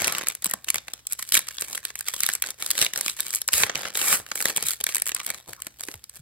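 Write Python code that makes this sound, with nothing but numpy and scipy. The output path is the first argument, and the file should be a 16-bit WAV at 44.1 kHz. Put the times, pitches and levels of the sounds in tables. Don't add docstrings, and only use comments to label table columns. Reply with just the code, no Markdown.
import sys
import numpy as np
from scipy import signal
from scipy.fft import rfft, irfft, next_fast_len
from scipy.io import wavfile
from scipy.ndimage import uniform_filter1d

SR = 44100
rng = np.random.default_rng(int(sys.argv[2]) if len(sys.argv) > 2 else 0)


def wav_record(signal):
    frames = np.transpose(np.atleast_2d(signal))
    bounded = np.clip(frames, -1, 1)
    quanta = np.round(bounded * 32767).astype(np.int16)
    wavfile.write(sys.argv[1], SR, quanta)


N = 273861

# frequency in Hz, density in dB.
CRACK_SPECTRUM = [(2500, -36), (4800, -13.5), (6000, -9.5), (7600, -2.5), (9400, 0), (11300, -2.5),
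                  (13200, -6), (15700, -11), (18000, -45.5)]
PANEL_SPECTRUM = [(300, -14.5), (750, -21.5), (1150, -1.5), (1900, 1), (3000, -1), (4000, -0.5),
                  (5400, -1.5), (6500, 2), (10000, -22.5)]
CARD_SPECTRUM = [(50, -20.5), (120, -5.5), (190, -4), (300, 0.5), (520, 3), (850, 2), (1200, -4),
                 (2500, -27)]
# start and length in seconds, crackle, panel and card rub in dB.
SQUEEZES = [(0, .09, -36, -30.5, -41), (.1, .13, -43, -35, -44.5), (0.275, .04, -42, -41.5, -53.5),
            (0.424, .1, -49.5, -44.5, -56.5), (0.677, .02, -45, -49, -54.5), (0.738, .035, -47, -50, -57),
            (.87, .17, -59, -56.5, -65.5), (1.109, .015, -40, -43.5, -64), (1.188, .045, -41, -47, -85),
            (1.273, .045, -44, -52, -70), (1.471, .11, -45.5, -49.5, -68), (1.602, .04, -37.5, -42, -58),
            (1.681, .09, -40, -45, -53.5), (1.834, .06, -47.5, -47.5, -68), (1.959, .06, -50, -53, -77),
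            (2.068, .025, -36.5, -37.5, -56), (2.129, .08, -39, -44.5, -62), (2.224, .12, -38, -39, -62),
            (2.453, .045, -40.5, -40.5, -50), (2.596, .16, -40.5, -43.5, -54.5),
            (2.949, .08, -40.5, -43, -51.5), (3.044, .065, -35, -41, -61), (3.17, .13, -41, -44.5, -59.5),
            (3.329, .04, -32.5, -39, -59), (3.66, .05, -71, -36.5, -45.5), (3.752, .14, -43.5, -36.5, -45),
            (4.121, .035, -29, -41, -42.5), (4.169, .03, -50, -64, -62), (4.282, .04, -48, -50, -62),
            (4.353, .08, -34.5, -43.5, -53.5), (4.453, .055, -35, -35, -43.5),
            (4.559, .09, -41, -39.5, -55), (4.656, .065, -30, -36.5, -56), (4.881, .04, -37.5, -40, -60),
            (4.931, .06, -51, -47.5, -62), (5.071, .025, -42, -41, -59), (5.16, .06, -49, -39, -55.5),
            (5.23, .025, -40, -57, -74), (5.276, .03, -41, -39, -46.5), (5.334, .06, -49.5, -51.5, -56),
            (5.484, .015, -43, -47, -46), (5.523, .16, -55.5, -58, -71), (5.787, .16, -48.5, -57.5, -63),
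            (6.147, .025, -47.5, -55, -66.5)]
FOIL_HZ = 2310


def amp(db):
    return 10 ** (np.asarray(db) / 20)


def unit(x):
    return x / np.sqrt(np.mean(x ** 2) + 1e-20)


def along(points, hz):
    point_hz, values = np.transpose(points)
    return np.interp(np.log(hz + 1), np.log(point_hz + 1), values)


def causal(gain):
    cepstrum = irfft(np.log(np.maximum(gain, 1e-6)))
    half = cepstrum.shape[-1] // 2
    cepstrum[..., 1:half] *= 2
    cepstrum[..., half + 1:] = 0
    return np.exp(rfft(cepstrum))


def filtered(x, response):
    size = 2 * next_fast_len(N // 2 + SR // 4)
    return irfft(rfft(x, size) * response(np.fft.rfftfreq(size, 1 / SR)), size)[..., :N]


def coloured(x, spectrum):
    return filtered(x, lambda hz: causal(amp(along(spectrum, hz))))


def resonance(hz, centre_hz, octaves):
    return np.exp(-.5 * (np.log2((hz + 1) / centre_hz) / octaves) ** 2)


def foil_pitch(crackle_db, panel_db, db_per_octave=10.5):
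    return FOIL_HZ * 2 ** np.clip((crackle_db - panel_db) / db_per_octave, -1, 1)


def pull(t, start_s, length_s, swell_db=0, attack_s=0.009, release_db_per_s=407):
    since_s = t - start_s
    attack = np.exp(np.minimum(since_s, 0) / attack_s)
    hold_db = swell_db * np.clip(since_s / length_s, 0, 1)
    return attack * amp(hold_db - release_db_per_s * np.maximum(since_s - length_s, 0))


def handling(t, flap_sink_octaves_per_s=11.6):
    # crackle, panel and card rub in dB.
    grip_db = (-66, -64, -74)
    # start and length in seconds, initial crackle, panel and card rub in dB,
    # swell in dB, initial flap pitch in Hz.
    tears = [(1.341, 0.039, -21, -24, -50, -8, 3920), (2.768, 0.061, -35.5, -37, -53, 12.5, 3800),
             (3.533, 0.093, -24.5, -30.5, -45, 2.5, 4900), (3.952, 0.19, -31.5, -37.5, -50, 12, 3650)]
    pulls = [(np.ones_like(t), grip_db, FOIL_HZ)]
    for start_s, length_s, *levels_db in SQUEEZES:
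        pulls.append((pull(t, start_s, length_s), levels_db, foil_pitch(*levels_db[:2])))
    for start_s, length_s, *levels_db, swell_db, hz in tears:
        flap_hz = hz * 2 ** (-flap_sink_octaves_per_s * np.clip(t - start_s, 0, length_s))
        pulls.append((pull(t, start_s, length_s, swell_db), levels_db, flap_hz))
    power = np.array([np.outer(amp(levels_db), gain) ** 2 for gain, levels_db, _ in pulls])
    pitch_hz = np.average([hz * np.ones_like(t) for *_, hz in pulls], weights=power[:, 1], axis=0)
    return 10 * np.log10(power.sum(axis=0)), pitch_hz


def buckles(rate_per_s, spread_db=4.0, decay_s=0.00062):
    fired = rng.random(N) < rate_per_s / SR
    sizes = fired * amp(spread_db * np.clip(rng.standard_normal(N), -2, 2))
    power = signal.lfilter([1], [1, -np.exp(-1 / (decay_s * SR))], sizes ** 2)
    local_power = np.abs(uniform_filter1d(power, size=1300))
    return np.sqrt(power / (local_power + 0.00076 * np.mean(power)))


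def flexed(x, times_s, pitch_hz, focus_db=4.5, octaves=0.85, patchy_db=3.5):
    hz, t, spectra = signal.stft(x, SR, nperseg=512)
    main = resonance(hz[:, None], np.interp(t, times_s, pitch_hz), octaves)
    patches = uniform_filter1d(rng.standard_normal(spectra.shape[1:]), size=3, axis=0)
    patches = unit(uniform_filter1d(patches, size=9, axis=1))
    gain = amp(focus_db * main + patchy_db * patches)
    power = np.mean(np.abs(spectra) ** 2, axis=(0, 2))
    gain /= np.sqrt(power @ gain ** 2 / power.sum())
    return signal.istft(spectra * gain, SR, nperseg=512)[1][:, :N]


def crinkling(busy_per_s=1000, busy_db=-32, doubling_db=9, ripping_db=-26, max_rasp=0.63):
    control_s = np.arange(0, N, 64) / SR
    levels_db, pitch_hz = handling(control_s)
    crackle_db, panel_db, rub_db = [np.interp(np.arange(N) / SR, control_s, db) for db in levels_db]
    grains = buckles(busy_per_s * 2 ** ((crackle_db - busy_db) / doubling_db))
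    rasp = max_rasp / (1 + amp(2 * (ripping_db - crackle_db)))
    drive = np.sqrt((1 - rasp) * grains ** 2 + rasp)

    def layer(spectrum, slide):
        return unit(coloured((drive + slide) * rng.standard_normal((2, N)), spectrum))

    crackle = amp(crackle_db) * layer(CRACK_SPECTRUM, slide=0.073)
    panel = amp(panel_db) * flexed(layer(PANEL_SPECTRUM, slide=0.25), control_s, pitch_hz)
    rub = amp(rub_db) * layer(CARD_SPECTRUM, slide=0.35)
    return crackle + panel + rub


def hollow(x):
    # centre in Hz, half-width in Hz, boost in dB.
    modes = [(185, 14, 4), (490, 45, 2), (1050, 30, 3), (2293, 35, 4), (3295, 40, 3), (3745, 35, 3.5),
             (4075, 70, 3)]
    boost_db = lambda hz: sum(db / (1 + ((hz - centre) / width) ** 2) for centre, width, db in modes)
    return filtered(x, lambda hz: causal(amp(boost_db(hz))))


def room_air(level_db=-60.5):
    # frequency in Hz, density in dB.
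    spectrum = [(20, -48), (40, -17), (60, 4.5), (80, -2), (110, -8.5), (170, -11.5), (700, -30),
                (4000, -20), (15000, -20.5)]
    return amp(level_db) * unit(coloured(rng.standard_normal((2, N)), spectrum))


def mains_hum(level_db=-68, hz=120):
    return amp(level_db) * np.sin(2 * np.pi * hz * np.arange(N) / SR)


def room_echo(x, build_up_s=0.0015):
    # frequency in Hz, t60 in seconds.
    decay_times = [(150, 0.42), (2000, 0.37), (6000, 0.26), (14000, 0.33)]
    hz, t, spectra = signal.stft(rng.standard_normal((2, SR // 2)), SR, nperseg=256)
    build_up = 1 - np.exp(-t / build_up_s)
    decay = amp(-60 * t / along(decay_times, hz)[:, None])
    tail = signal.istft(spectra * build_up * decay, SR, nperseg=256)[1]
    wet = signal.fftconvolve(x, tail / np.linalg.norm(tail[0]), axes=1)[:, :N]
    return coloured(wet, [(200, -12.5), (2500, -19.5), (6000, -14.5), (13000, -30.5)])


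def hand_bumps(sag=0.494, sag_share=0.21, rise_cycles=0.96, push_db=-13, push_hz=65, push_t60_s=0.11):
    # start in seconds, level in dB, initial pitch in Hz, t60 in seconds.
    bumps = [(0.017, -31.5, 122, 0.09), (0.078, -43, 205, 0.21), (0.46, -27.5, 272, 0.05),
             (.54, -37, 294, 0.071), (.762, -41, 150, 0.1), (2.813, -27.5, 166, 0.06),
             (3.541, -33.5, 90, 0.14), (3.603, -36, 171, 0.15), (3.637, -26.5, 154, 0.063),
             (3.755, -36, 200, 0.13), (4.197, -36, 131, 0.073), (4.643, -38, 178, .11),
             (5.487, -41.5, 154, 0.13), (5.885, -18, 500, 0.017), (5.947, -33.5, 122, 0.095),
             (6.193, -38, 170, 0.11)]
    out, t = np.zeros(N + SR), np.arange(SR // 4) / SR
    push = amp(push_db - 60 * t / push_t60_s) * np.sin(2 * np.pi * push_hz * t)
    for start_s, db, hz, t60_s in bumps:
        pitch_hz = hz * (1 - sag * (1 - np.exp(-t / (sag_share * t60_s))))
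        envelope = (1 - np.exp(-t * hz / rise_cycles)) * amp(-60 * t / t60_s)
        thud = envelope * np.sin(2 * np.pi * np.cumsum(pitch_hz) / SR)
        air = push * (t60_s / push_t60_s) ** 2
        out[round(start_s * SR):][:len(t)] += amp(db) * (thud + air)
    return out[:N]


def bursts(times_s, dull_db, level_db, colour_db, rise_s, base_t60_s, ring_db, ring_t60_s, ripple_db=2,
           lead_in_db=-13, lead_in_s=0.0011, doubling_db=22, rms_span_s=0.004, size=2048):
    onset = size // 16
    t = (np.arange(size) - onset) / SR
    after_s = np.maximum(t, 0)
    slowness = 2 ** np.clip(dull_db / doubling_db, -.5, 1.3)[:, None, None]
    decay = amp(-60 * after_s / (base_t60_s * slowness))
    ring = amp(ring_db - 60 * after_s / ring_t60_s)
    release = (1 - np.exp(-after_s / rise_s)) ** 2 * (decay + ring)
    lead_in = amp(lead_in_db) * np.exp(-np.abs(t) / lead_in_s)
    noise = rng.standard_normal((len(times_s), 2, size))
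    hz = np.fft.rfftfreq(size, 1 / SR)
    ripple = rng.standard_normal((len(times_s), len(hz)))
    ripple = unit(uniform_filter1d(uniform_filter1d(ripple, size=16), size=16))
    colour = causal(amp(colour_db(hz) + ripple_db * ripple))
    waves = irfft(rfft(noise * (lead_in + release)) * colour[:, None])
    waves /= np.linalg.norm(waves, axis=-1, keepdims=True)
    out = np.zeros((2, N + size))
    for start_s, db, wave in zip(times_s, level_db, waves):
        out[:, round(start_s * SR):][:, :size] += amp(db) * np.sqrt(rms_span_s * SR) * wave
    return out[:, onset:onset + N]


def small_snaps(count=100, over_db=6, panel_under_db=2, knock_under_db=17, spread_db=3, colour_db=3.5):
    start_s, length_s, crackle_db, *_ = np.transpose(SQUEEZES)
    worked_s = np.cumsum(length_s)
    moment_s = rng.random(count) * worked_s[-1]
    size, tilt, knock, scatter_octaves = np.clip(rng.standard_normal((count, 4)), -1.5, 1.5).T
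    squeeze = np.searchsorted(worked_s, moment_s)
    times_s = np.clip((start_s + length_s - worked_s)[squeeze] + moment_s, 0, (N - 1) / SR)
    level_db = crackle_db[squeeze] + over_db + spread_db * size
    crack_db = level_db + colour_db * tilt
    panel_db = level_db - panel_under_db - colour_db * tilt / 2
    knock_db = level_db - knock_under_db + colour_db * knock
    panel_hz = foil_pitch(crack_db, panel_db) * 2 ** scatter_octaves
    return np.transpose([times_s, crack_db, panel_db, knock_db, panel_hz])


def crease_snaps(focus_db=8, octaves=0.35, usual_crack_over_panel_db=10.5):
    # time in seconds, crack, panel and card knock in dB, panel pitch in Hz.
    main_snaps = [(0.0193, -21.5, -26, -28, 2160), (0.0445, -21.5, -19, -44, 3900),
                  (.0719, -20, -37, -29, 2340), (.079, -19, -18.5, -30.5, 2630),
                  (0.1238, -21.5, -30, -39, 2060), (.15, -31, -23, -34, 2430),
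                  (0.1833, -21, -27.5, -54, 2270), (0.27, -26, -24, -44, 1600),
                  (.2852, -14.5, -33, -43, 5000), (0.3005, -31, -29.5, -46, 2080),
                  (.351, -26.5, -38, -54, 2200), (0.4227, -32, -44, -64, 4000),
                  (0.4442, -16, -27.5, -55, 4550), (0.4583, -19, -28, -35, 3280),
                  (0.4656, -21, -36, -43, 3320), (0.4977, -28, -55, -63, 4070),
                  (0.5118, -22, -34, -45, 2990), (0.5374, -18, -26, -30.5, 1390),
                  (0.6446, -32.5, -39.5, -70, 3720), (0.6848, -31, -24, -65, 2380),
                  (0.688, -26, -24.5, -60, 2340), (.7028, -13.5, -21.5, -45, 2450),
                  (.744, -20, -24.5, -37.5, 2300), (.7572, -23.5, -22.5, -35, 2300),
                  (.782, -33, -26, -46, 3430), (0.882, -37, -30.5, -42, 1930),
                  (.936, -26.5, -30.5, -46.5, 3800), (1.0695, -23, -34.5, -56, 4230),
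                  (1.124, -20, -34.5, -52, 3900), (1.132, -20.5, -41, -63, 4750),
                  (1.226, -24.5, -29.5, -55.5, 2380), (1.29, -29.5, -36, -70, 4510),
                  (1.322, -16, -19.5, -57, 3370), (1.3431, -11, -17, -43, 3530),
                  (1.3521, -13, -15, -38, 2050), (1.3695, -16, -18.5, -48, 2060),
                  (1.3744, -15.5, -16, -36, 3730), (1.3914, -21, -28.5, -36.5, 2050),
                  (1.486, -26.5, -29, -62, 4640), (1.5833, -38, -26.5, -53, 3460),
                  (1.6105, -22, -48, -57, 5000), (1.6211, -25, -29.5, -36.5, 1630),
                  (1.7294, -32, -30.5, -48, 5030), (1.7558, -27, -48, -65, 5000),
                  (1.777, -27, -28.5, -57, 1590), (1.8519, -21.5, -26.5, -46, 3700),
                  (1.903, -45, -33.5, -46.5, 1630), (1.9552, -28.5, -32.5, -48, 2520),
                  (1.9905, -28, -48, -68, 4970), (2.0085, -24.5, -31.5, -48.5, 1700),
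                  (2.0845, -19, -24, -44, 2260), (2.1382, -27, -29.5, -40, 1060),
                  (2.205, -18.5, -25, -61, 5150), (2.2337, -15.5, -21, -45, 1920),
                  (2.2415, -39, -27, -59, 1760), (2.2644, -16.5, -24.5, -68, 3830),
                  (2.289, -19.5, -19.5, -35.5, 1730), (2.3361, -20, -47, -64, 3150),
                  (2.3519, -20, -30, -44, 5170), (2.423, -16, -23.5, -46, 3020),
                  (2.439, -34, -26, -47, 1650), (2.5052, -25.5, -34, -57, 5000),
                  (2.6242, -24.5, -25, -40.5, 3170), (2.663, -21.5, -29.5, -47, 4180),
                  (2.7052, -17, -21, -66, 4290), (2.7124, -15.5, -22.5, -65, 4970),
                  (2.7793, -20, -23.5, -62, 3450), (2.7898, -21.5, -24, -38, 3600),
                  (2.8151, -15, -15, -38, 3320), (2.8246, -20.5, -21, -37, 3300),
                  (2.8476, -21, -23, -57, 3870), (2.8636, -29, -18.5, -36, 2850),
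                  (2.9358, -25.5, -26, -50, 1540), (2.9598, -26, -24.5, -43, 5200),
                  (2.976, -22, -28, -36.5, 5070), (3.0104, -18.5, -25, -41.5, 5070),
                  (3.062, -23.5, -23.5, -36.5, 5030), (3.081, -22, -21.5, -64, 2650),
                  (3.097, -25, -26.5, -61, 4400), (3.1973, -48, -28, -48, 1400),
                  (3.2048, -16.5, -27.5, -51, 3740), (3.266, -28, -32, -54, 3800),
                  (3.3058, -26.5, -32, -66, 5000), (3.3378, -26, -30, -49, 2170),
                  (3.3491, -17, -43, -64, 5000), (3.358, -19, -50, -67, 5000),
                  (3.417, -21.5, -30, -50, 4760), (3.479, -18, -33, -61, 4960),
                  (3.4866, -23, -19.5, -40, 1720), (3.5325, -14, -19.5, -43, 3360),
                  (3.538, -16.5, -18, -56, 3150), (3.5807, -17, -29, -33.5, 2270),
                  (3.6344, -31, -11, -22.5, 2420), (3.6959, -56, -21.5, -30, 2380),
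                  (3.7549, -28, -19.5, -36, 2680), (3.8529, -50, -25, -35.5, 1650),
                  (3.9532, -55, -22.5, -34.5, 3130), (3.973, -18.5, -28.5, -41, 2120),
                  (3.9915, -28, -28, -53, 3430), (4.0149, -26, -21.5, -34, 3350),
                  (4.083, -19, -24, -48, 5030), (4.1275, -15, -16.5, -46, 1310),
                  (4.1993, -41, -38, -40, 1400), (4.2643, -41.5, -37.5, -58, 2350),
                  (4.316, -36, -22, -36, 1440), (4.3554, -26.5, -36, -48, 1840),
                  (4.3764, -30, -32, -53, 1890), (4.4043, -24, -25, -37, 1760),
                  (4.413, -22, -30, -44, 1450), (4.4552, -16, -16, -26.5, 1690),
                  (4.4839, -22, -28, -43, 2040), (4.497, -28, -32, -35.5, 2220),
                  (4.5632, -19, -26.5, -39, 2740), (4.5725, -15.5, -30, -36, 2980),
                  (4.5788, -30, -27, -31.5, 2000), (4.626, -20.5, -28.5, -35, 5300),
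                  (4.667, -22, -34, -56, 3870), (4.6854, -17, -27.5, -64, 3870),
                  (4.707, -21.5, -27, -58, 4400), (4.7339, -27, -32, -51, 4100),
                  (4.804, -32, -33, -46, 2950), (4.8105, -26.5, -30, -40, 3180),
                  (4.8403, -15.5, -26.5, -52, 4830), (4.8665, -21, -20.5, -38, 1800),
                  (4.9475, -16, -30.5, -58, 2280), (4.956, -17.5, -29, -40, 3840),
                  (4.9672, -21, -28, -44, 1980), (4.982, -26, -33, -63, 2040),
                  (4.9993, -30, -38, -66, 2920), (5.0204, -16, -28.5, -40, 1940),
                  (5.0575, -29, -39, -69, 2140), (5.0663, -22.5, -32, -45, 1810),
                  (5.075, -23, -36, -60, 5000), (5.085, -24, -49, -64, 5000), (5.093, -23, -30, -48, 1990),
                  (5.118, -32, -26, -42.5, 2260), (5.148, -17, -30, -44, 4800),
                  (5.166, -32, -32, -56, 2650), (5.2002, -36, -28, -56, 2080),
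                  (5.2649, -21, -32.5, -49, 5000), (5.303, -21.5, -25.5, -37.5, 1980),
                  (5.3449, -37, -32, -54, 1140), (5.5324, -34.5, -34, -61, 1780),
                  (5.6204, -26.5, -36.5, -106, 2650), (5.6684, -29.5, -31.5, -40.5, 1970),
                  (5.8078, -28, -36, -44.5, 4700), (5.836, -29.5, -31.5, -49, 4950),
                  (5.8853, -34, -30, -33, 2030), (5.9404, -36.5, -36.5, -44, 1930),
                  (6.0406, -36.5, -40, -67, 4560), (6.0957, -35, -48, -87, 4750)]
    times_s, crack_db, panel_db, knock_db, panel_hz = np.vstack([main_snaps, small_snaps()]).T
    dull_db = panel_db - crack_db + usual_crack_over_panel_db
    tuned_db = lambda hz: along(PANEL_SPECTRUM, hz) + focus_db * resonance(hz, panel_hz[:, None], octaves)
    crack = bursts(times_s, dull_db, crack_db, lambda hz: along(CRACK_SPECTRUM, hz),
                   rise_s=0.0001, base_t60_s=0.005, ring_db=-23, ring_t60_s=0.02)
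    panel = bursts(times_s, dull_db, panel_db, tuned_db,
                   rise_s=0.00042, base_t60_s=0.0049, ring_db=-19.5, ring_t60_s=0.028)
    knock = bursts(times_s, dull_db, knock_db, lambda hz: along(CARD_SPECTRUM, hz),
                   rise_s=0.00039, base_t60_s=0.013, ring_db=-7, ring_t60_s=0.018, ripple_db=1.5)
    return crack + panel + knock


def card_squeak(centre_hz=1150, octaves=0.18):
    # time in seconds, level in dB.
    envelope = [(5.555, -100), (5.58, -53), (5.6, -50), (5.63, -100)]
    band = filtered(rng.standard_normal((2, N)), lambda hz: resonance(hz, centre_hz, octaves))
    return amp(np.interp(np.arange(N) / SR, *np.transpose(envelope))) * unit(band)


def microphones(pair):
    # frequency in Hz, left-right coherence from 0 to 1.
    coherence = [(0, 0.82), (150, 0.85), (400, 0.39), (1000, 0.72), (2000, 0.33), (3800, 0.4), (5200, 0.19),
                 (5800, 0.7), (8000, 0.99), (15000, 0.96), (16000, 0.24)]
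    # frequency in Hz, phase lead of left in radians.
    left_lead = [(0, 0), (1800, -.1), (2600, -.8), (4800, -.8), (5300, -3.3), (6420, -3.14), (8070, 0),
                 (15700, 14.4)]
    sides = np.array([[1], [-1]])
    alike = lambda hz: np.interp(hz, *np.transpose(coherence))
    shared, apart = filtered(pair, lambda hz: np.sqrt((1 + sides * alike(hz)) / 2))
    phase_shift = lambda hz: np.exp(.5j * sides * np.interp(hz, *np.transpose(left_lead)))
    return filtered(shared + sides * apart, phase_shift)


def scene():
    pack = hollow(crease_snaps() + crinkling()) + card_squeak()
    air = room_air()
    return microphones(pack + room_echo(pack) + air) + hand_bumps() + mains_hum()


def record(dry, port_hz=1640, ceiling=0.85, top_hz=15950):
    port_db = np.array([[-.7], [1.6]])
    heard = filtered(dry, lambda hz: amp(port_db * resonance(hz, port_hz, octaves=0.28)))
    rounded = heard / (1 + np.abs(heard / ceiling) ** 6) ** (1 / 6)
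    return filtered(rounded, lambda hz: 1 / np.sqrt(1 + (hz / top_hz) ** 160))


dry = scene()
out = record(dry)
wav_record(out)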